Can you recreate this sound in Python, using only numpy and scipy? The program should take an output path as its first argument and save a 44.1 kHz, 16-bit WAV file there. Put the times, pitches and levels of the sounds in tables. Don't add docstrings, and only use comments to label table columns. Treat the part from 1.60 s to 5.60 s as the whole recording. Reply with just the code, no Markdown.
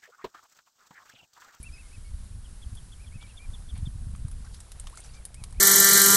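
import sys
import numpy as np
from scipy import signal
from scipy.fft import rfft, irfft
from scipy.io import wavfile
from scipy.ndimage import uniform_filter1d

SR = 44100
rng = np.random.default_rng(int(sys.argv[2]) if len(sys.argv) > 2 else 0)


def pcm_store(signal):
    levels = np.round(np.clip(np.atleast_2d(signal), -1, 1) * 32767)
    wavfile.write(sys.argv[1], SR, levels.astype(np.int16).T)


N = 176400


def undb(db):
    return 10 ** (np.asarray(db) / 20)


def unit(x):
    return x / np.sqrt(np.mean(x ** 2) + 1e-20)


def add(out, start_s, x):
    i = max(int(start_s * SR), 0)
    out[i:i + len(x)] += x[:max(len(out) - i, 0)]


def curve(rows):
    return np.interp(np.arange(N) / SR, *np.array(rows).T)


def band(x, hz, width_hz):
    b, a = signal.iirpeak(min(hz, SR / 2 - 1), hz / min(width_hz, SR / 4), fs=SR)
    return unit(signal.lfilter(b, a, signal.lfilter(b, a, x)))


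def coloured(spectrum):
    hz, db = np.array(spectrum).T
    bins_hz = np.arange(N // 2 + 1) * SR / N
    gain = undb(np.interp(np.log(bins_hz + 1), np.log(hz), db))
    return unit(irfft(rfft(rng.standard_normal(N)) * gain, N))


def wander(rate_hz, size=N):
    span = max(int(SR / rate_hz), 1)
    return unit(uniform_filter1d(uniform_filter1d(rng.standard_normal(N), span), span))[:size]


def thump(hz, t):
    u = np.pi * hz * t
    return (1 - 2 * u ** 2) * np.exp(-u ** 2)


# (time [s], level [dB])
GUSTS = [(0, -42), (.3, -48), (.56, -40), (.8, -39), (1.0, -45.5), (1.13, -36.5), (1.33, -43.5),
         (1.55, -42), (1.8, -47), (1.9, -38), (2.06, -41.5), (2.16, -35), (2.62, -34.5), (2.8, -40),
         (2.99, -40), (3.07, -48.5), (3.25, -40), (3.34, -50.5), (3.52, -42), (3.7, -47.5), (3.83, -41),
         (4, -35)]
# (frequency [Hz], relative density [dB])
WIND_SPECTRUM = [(15, -5), (22, 4), (58, 1), (100, -7.5), (150, -16.5), (240, -24.5), (320, -36.5),
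                 (450, -61), (800, -90)]
# (time [s], level [dB], pitch [Hz])
EDDIES = [(0.38, -32.5, 66), (0.545, -26.5, 47), (1.129, -27, 57.5), (1.558, -31, 95), (1.893, -31, 51),
          (2.139, -26, 55), (2.185, -28.5, 85.4), (2.231, -21.5, 69), (2.273, -24, 109), (2.356, -25.5, 71),
          (2.47, -25.5, 78), (2.537, -24, 55), (2.651, -24, 89), (2.806, -39.5, 130), (3.817, -31.5, 86)]


def wind():
    out = coloured(WIND_SPECTRUM) * undb(curve(GUSTS) + 1.5 * wander(rate_hz=54))
    flutter = undb(-25.5) * band(rng.standard_normal(N), hz=130, width_hz=134)
    flutter_s, cutoff_hz = 0.016, 333
    for centre_s, db, hz in EDDIES:
        t = np.arange(N) / SR - centre_s
        sharp_front = undb(-16) * thump(2.18 * hz, t)
        out += undb(db) * (thump(hz, t) + sharp_front + flutter * np.exp(-(t / flutter_s) ** 2))
    return signal.sosfilt(signal.butter(4, cutoff_hz, fs=SR, output="sos"), out)


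# (frequency [Hz], relative density [dB])
HISS_SPECTRUM = [(100, 0), (300, -3.5), (550, -7), (800, -8.5), (1200, -7), (1600, -6.5), (2050, -11),
                 (2600, -12), (4000, -9.5), (6900, -9.5), (9000, -5), (10200, -3), (11100, -9.5),
                 (12000, -16.5), (13000, -38)]
# (time [s], level [dB])
HISS_LEVEL = [(0, -57.5), (.7, -58.5), (2.3, -58.5), (4, -60)]


def hiss():
    return coloured(HISS_SPECTRUM) * undb(curve(HISS_LEVEL) + 0.66 * wander(rate_hz=11))


def droplets(size, hz, log_spread, per_s, decay_cycles):
    out, t = np.zeros(size), np.arange(SR // 50) / SR
    count = int(per_s * size / SR) + 2
    for position, up, down, strength in rng.random((N // 50, 4))[:count]:
        ring_hz = min(hz * np.exp(log_spread * np.sqrt(6) * (up - down)), SR / 3)
        ring = np.sin(2 * np.pi * ring_hz * t * (1 + 4 * t)) * np.exp(-ring_hz * t / decay_cycles)
        scatter_db = 2 * min(-np.log(1 - strength), 4)
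        add(out, position * size / SR, undb(scatter_db) * ring)
    return unit(out)


# (time [s], level [dB])
WASH_LEVEL = [(0, -82), (1.2, -75), (3, -70), (4, -68)]
# (time [s], level [dB])
GURGLE_LEVEL = [(0, -75), (1.6, -72.5), (1.85, -65.5), (2.4, -72), (2.9, -68.5), (3.4, -65), (4, -67)]
# (time [s], level [dB])
TRICKLE_LEVEL = [(0, -73), (2.4, -80), (2.9, -68), (3.15, -70), (3.45, -61), (3.7, -77), (4, -69)]


def lapping():
    wash = band(rng.standard_normal(N), hz=450, width_hz=520)
    gurgle = droplets(N, hz=1434, log_spread=0.397, per_s=260, decay_cycles=2.24)
    trickle = droplets(N, hz=4210, log_spread=0.329, per_s=700, decay_cycles=5.6)
    return (undb(curve(WASH_LEVEL)) * wash + undb(curve(GURGLE_LEVEL)) * gurgle
            + undb(curve(TRICKLE_LEVEL)) * trickle)


def whistle(hz, fade_share, flutter_db, octave_db):
    n = len(hz)
    u = np.linspace(0, 1, n)
    jitter = 1 + 0.011 * wander(rate_hz=320, size=n)
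    phase = 2 * np.pi * np.cumsum(hz * jitter) / SR
    swell = np.sin(np.pi / 2 * np.clip(np.minimum(u, 1 - u) / fade_share, 0, 1))
    flutter = undb(flutter_db * wander(rate_hz=190, size=n))
    octave = undb(octave_db) * np.exp(-((u - 0.5) / 0.58) ** 2) * np.sin(2 * phase)
    return np.sqrt(2) * swell * flutter * (np.sin(phase) + octave)


def bank_reflection(call, lag_ms, echo_db):
    gap, echo_gain = np.zeros(int(lag_ms * SR / 1000)), undb(echo_db)
    return (np.r_[call, gap] + echo_gain * np.r_[gap, call]) / np.hypot(1, echo_gain)


# (time [s], length [s], top pitch [Hz], arch depth [share of top pitch], level [dB],
# octave re fundamental [dB], echo lag [ms])
PEEP_CALLS = [(0.029, 0.07, 2696, 0.15, -53, -30, 2.6), (0.119, 0.056, 2585, .07, -59, 0.5, 3.9),
              (0.161, 0.067, 2675, 0.16, -59.5, -25, 3.1), (0.164, 0.021, 2260, .05, -61, -25, 2.9),
              (0.226, 0.055, 2220, .06, -68, -14, 2.9), (0.309, 0.066, 2650, 0.17, -62, -10, 3.14),
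              (0.437, 0.06, 2235, .03, -68.5, -5, 3.14), (1.386, 0.077, 2580, .16, -62, -10, 3.4),
              (1.513, 0.083, 2610, 0.18, -62.5, -13, 2.34), (1.589, 0.087, 2335, 0.063, -61.5, -20, 2.6),
              (1.658, 0.071, 2760, 0.15, -63.5, -13, 4.2), (1.781, 0.088, 2430, 0.089, -59.5, -17, 2.49),
              (3.516, 0.098, 2380, .11, -66, -8, 2.55), (3.741, 0.096, 2574, 0.17, -64.5, -18, 2.8),
              (3.95, .08, 2530, 0.17, -65, -18, 3.1)]


def peeps():
    out = np.zeros(N)
    for start_s, length_s, top_hz, depth, db, octave_db, lag_ms in PEEP_CALLS:
        u = np.linspace(0, 1, int(length_s * SR))
        arch = np.abs(np.sin(np.pi * u ** 1.08)) ** 1.604
        hz = top_hz * (1 - depth * (1 - arch))
        peep = whistle(hz, fade_share=0.21, flutter_db=2, octave_db=octave_db)
        add(out, start_s, undb(db) * bank_reflection(peep, lag_ms, echo_db=-5))
    return out


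# (time [s], relative level [dB], ring [Hz], plop gain [dB], crack gain [dB])
DROP_HITS = [(0.0295, -28, 9830, -31, -26), (1.1509, -37.5, 9900, -18, -7), (1.625, -45, 5040, 9.5, -2),
             (2.177, -39, 9200, -23, -12), (2.549, -45, 2810, 11.5, -15), (2.5592, -37.5, 8800, -20, -18),
             (2.6823, -37.5, 9100, -4, -8), (2.714, -36.5, 10000, -7, -4.5), (2.945, -38, 9800, -11, 0),
             (3.003, -32.5, 8300, -14, -3.5), (3.118, -35, 10200, -13, 3), (3.1977, -25.5, 8760, -18, -8),
             (3.2702, -35.5, 3000, 1.5, 6), (3.298, -39.5, 9800, 0, -8), (3.355, -38, 8100, -21, -18),
             (3.3731, -32, 8500, -1.5, 0.5), (3.4024, -31.5, 8800, -18, -9), (3.6518, -23, 9900, -13, -7.5),
             (3.7428, -30, 9000, -16, -7.5), (3.838, -31.5, 9800, -1, 6), (3.9066, -42, 8750, -12, -3),
             (3.925, -39.5, 8960, -2, 0)]


def drops():
    out, t = np.zeros(N), np.arange(SR // 10) / SR
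    impact_s, spray_s, tail_s, plop_s = 0.0007, 0.0047, 0.013, 0.0033
    ring_width_hz, crack_band = 2150, dict(hz=5500, width_hz=10200)
    spray_decay = undb(-5.5) * np.exp(-t / spray_s) + undb(-18.5) * np.exp(-t / tail_s)
    spray_envelope = np.minimum(t / impact_s, 1) * spray_decay
    impact = signal.unit_impulse(len(t), int(impact_s * SR))
    for start_s, db, ring_hz, plop_db, crack_db in DROP_HITS:
        ring_noise, crack_noise, plop_noise = rng.standard_normal((3, len(t)))
        tick = band(impact, ring_hz, ring_width_hz) + undb(crack_db) * band(impact, **crack_band)
        spray = band(ring_noise, ring_hz, ring_width_hz)
        spray += undb(crack_db - 3) * band(crack_noise, **crack_band)
        plop = undb(plop_db) * np.exp(-t / plop_s) * band(plop_noise, hz=1130, width_hz=630) / 2
        add(out, start_s, undb(db - 6.5) * (undb(-26.5) * tick + spray_envelope * spray + plop))
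    return out


# (time [s], top pitch [Hz], level [dB])
CHIP_CALLS = [(0.841, 3340, -59), (1.016, 3576, -53.5), (1.168, 3530, -53.5), (1.317, 3530, -55),
              (1.46, 3490, -58.5), (1.613, 3540, -55.5), (1.767, 3605, -51), (1.932, 3660, -49.5),
              (2.087, 3610, -52), (2.252, 3660, -49)]
CHIP_GLIDE = [(0, .87), (.2, .96), (.36, 1), (.62, .94), (1, .835)]


def chips(length_s=0.027):
    out, u = np.zeros(N), np.linspace(0, 1, int(length_s * SR))
    glide = np.interp(u, *np.array(CHIP_GLIDE).T)
    for start_s, top_hz, db in CHIP_CALLS:
        chip = whistle(top_hz * glide, fade_share=0.36, flutter_db=1.5, octave_db=-24)
        add(out, start_s, undb(db) * bank_reflection(chip, lag_ms=5, echo_db=-8.5))
    return out


# (time [s], length [s], level [dB], fizz centre [Hz], slosh re fizz [dB])
DABBLES = [(1.607, 0.037, -56, 3340, -6.5), (1.654, 0.099, -62.5, 3470, -11),
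           (2.148, 0.059, -56.5, 3250, -2), (2.844, .04, -60.5, 5900, 3.5), (2.932, 0.06, -55.5, 5500, -13),
           (2.998, 0.029, -56, 7900, -11.5), (3.369, 0.038, -47.5, 8600, -6.5),
           (3.435, .055, -52.5, 7800, -7), (3.532, 0.044, -54, 5450, -8)]


def splashes():
    out = np.zeros(N)
    for start_s, length_s, db, fizz_hz, slosh_db in DABBLES:
        u = np.linspace(0, 1, int(length_s * SR))
        fizz = droplets(len(u), hz=fizz_hz, log_spread=0.224, per_s=1500, decay_cycles=16)
        slosh = droplets(len(u), hz=1330, log_spread=0.29, per_s=450, decay_cycles=1.5)
        envelope = np.minimum(u / 0.15, 1) * (1 - u) ** 0.66
        add(out, start_s, undb(db) * envelope * (fizz + undb(slosh_db) * slosh))
    return out


# (time [s], length [s], start pitch [Hz], end pitch [Hz], level [dB])
BUBBLE_RINGS = [(2.843, .016, 1090, 1490, -56), (2.865, .016, 1600, 1470, -58.5),
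                (3.325, 0.029, 896, 1526, -53), (3.37, .015, 1290, 1480, -57.5),
                (3.382, .02, 2110, 2240, -58), (3.485, .04, 4300, 5100, -62.5)]


def bubbles():
    out = np.zeros(N)
    for start_s, length_s, from_hz, to_hz, db in BUBBLE_RINGS:
        u = np.linspace(0, 1, int(length_s * SR))
        glide_hz = from_hz + (to_hz - from_hz) * u
        wobble = 1 + 0.015 * wander(rate_hz=520, size=len(u))
        ring = whistle(glide_hz * wobble, fade_share=0.2, flutter_db=1.1, octave_db=-28)
        add(out, start_s, undb(db) * np.exp(-0.7 * u) * ring)
    return out


def scene():
    return (hiss() + peeps() + chips() + drops() + splashes() + lapping() + bubbles() + wind())[None]


def record(dry):
    return signal.sosfilt(signal.butter(18, 11500, fs=SR, output="sos"), dry)


dry = scene()
out = record(dry)
pcm_store(out)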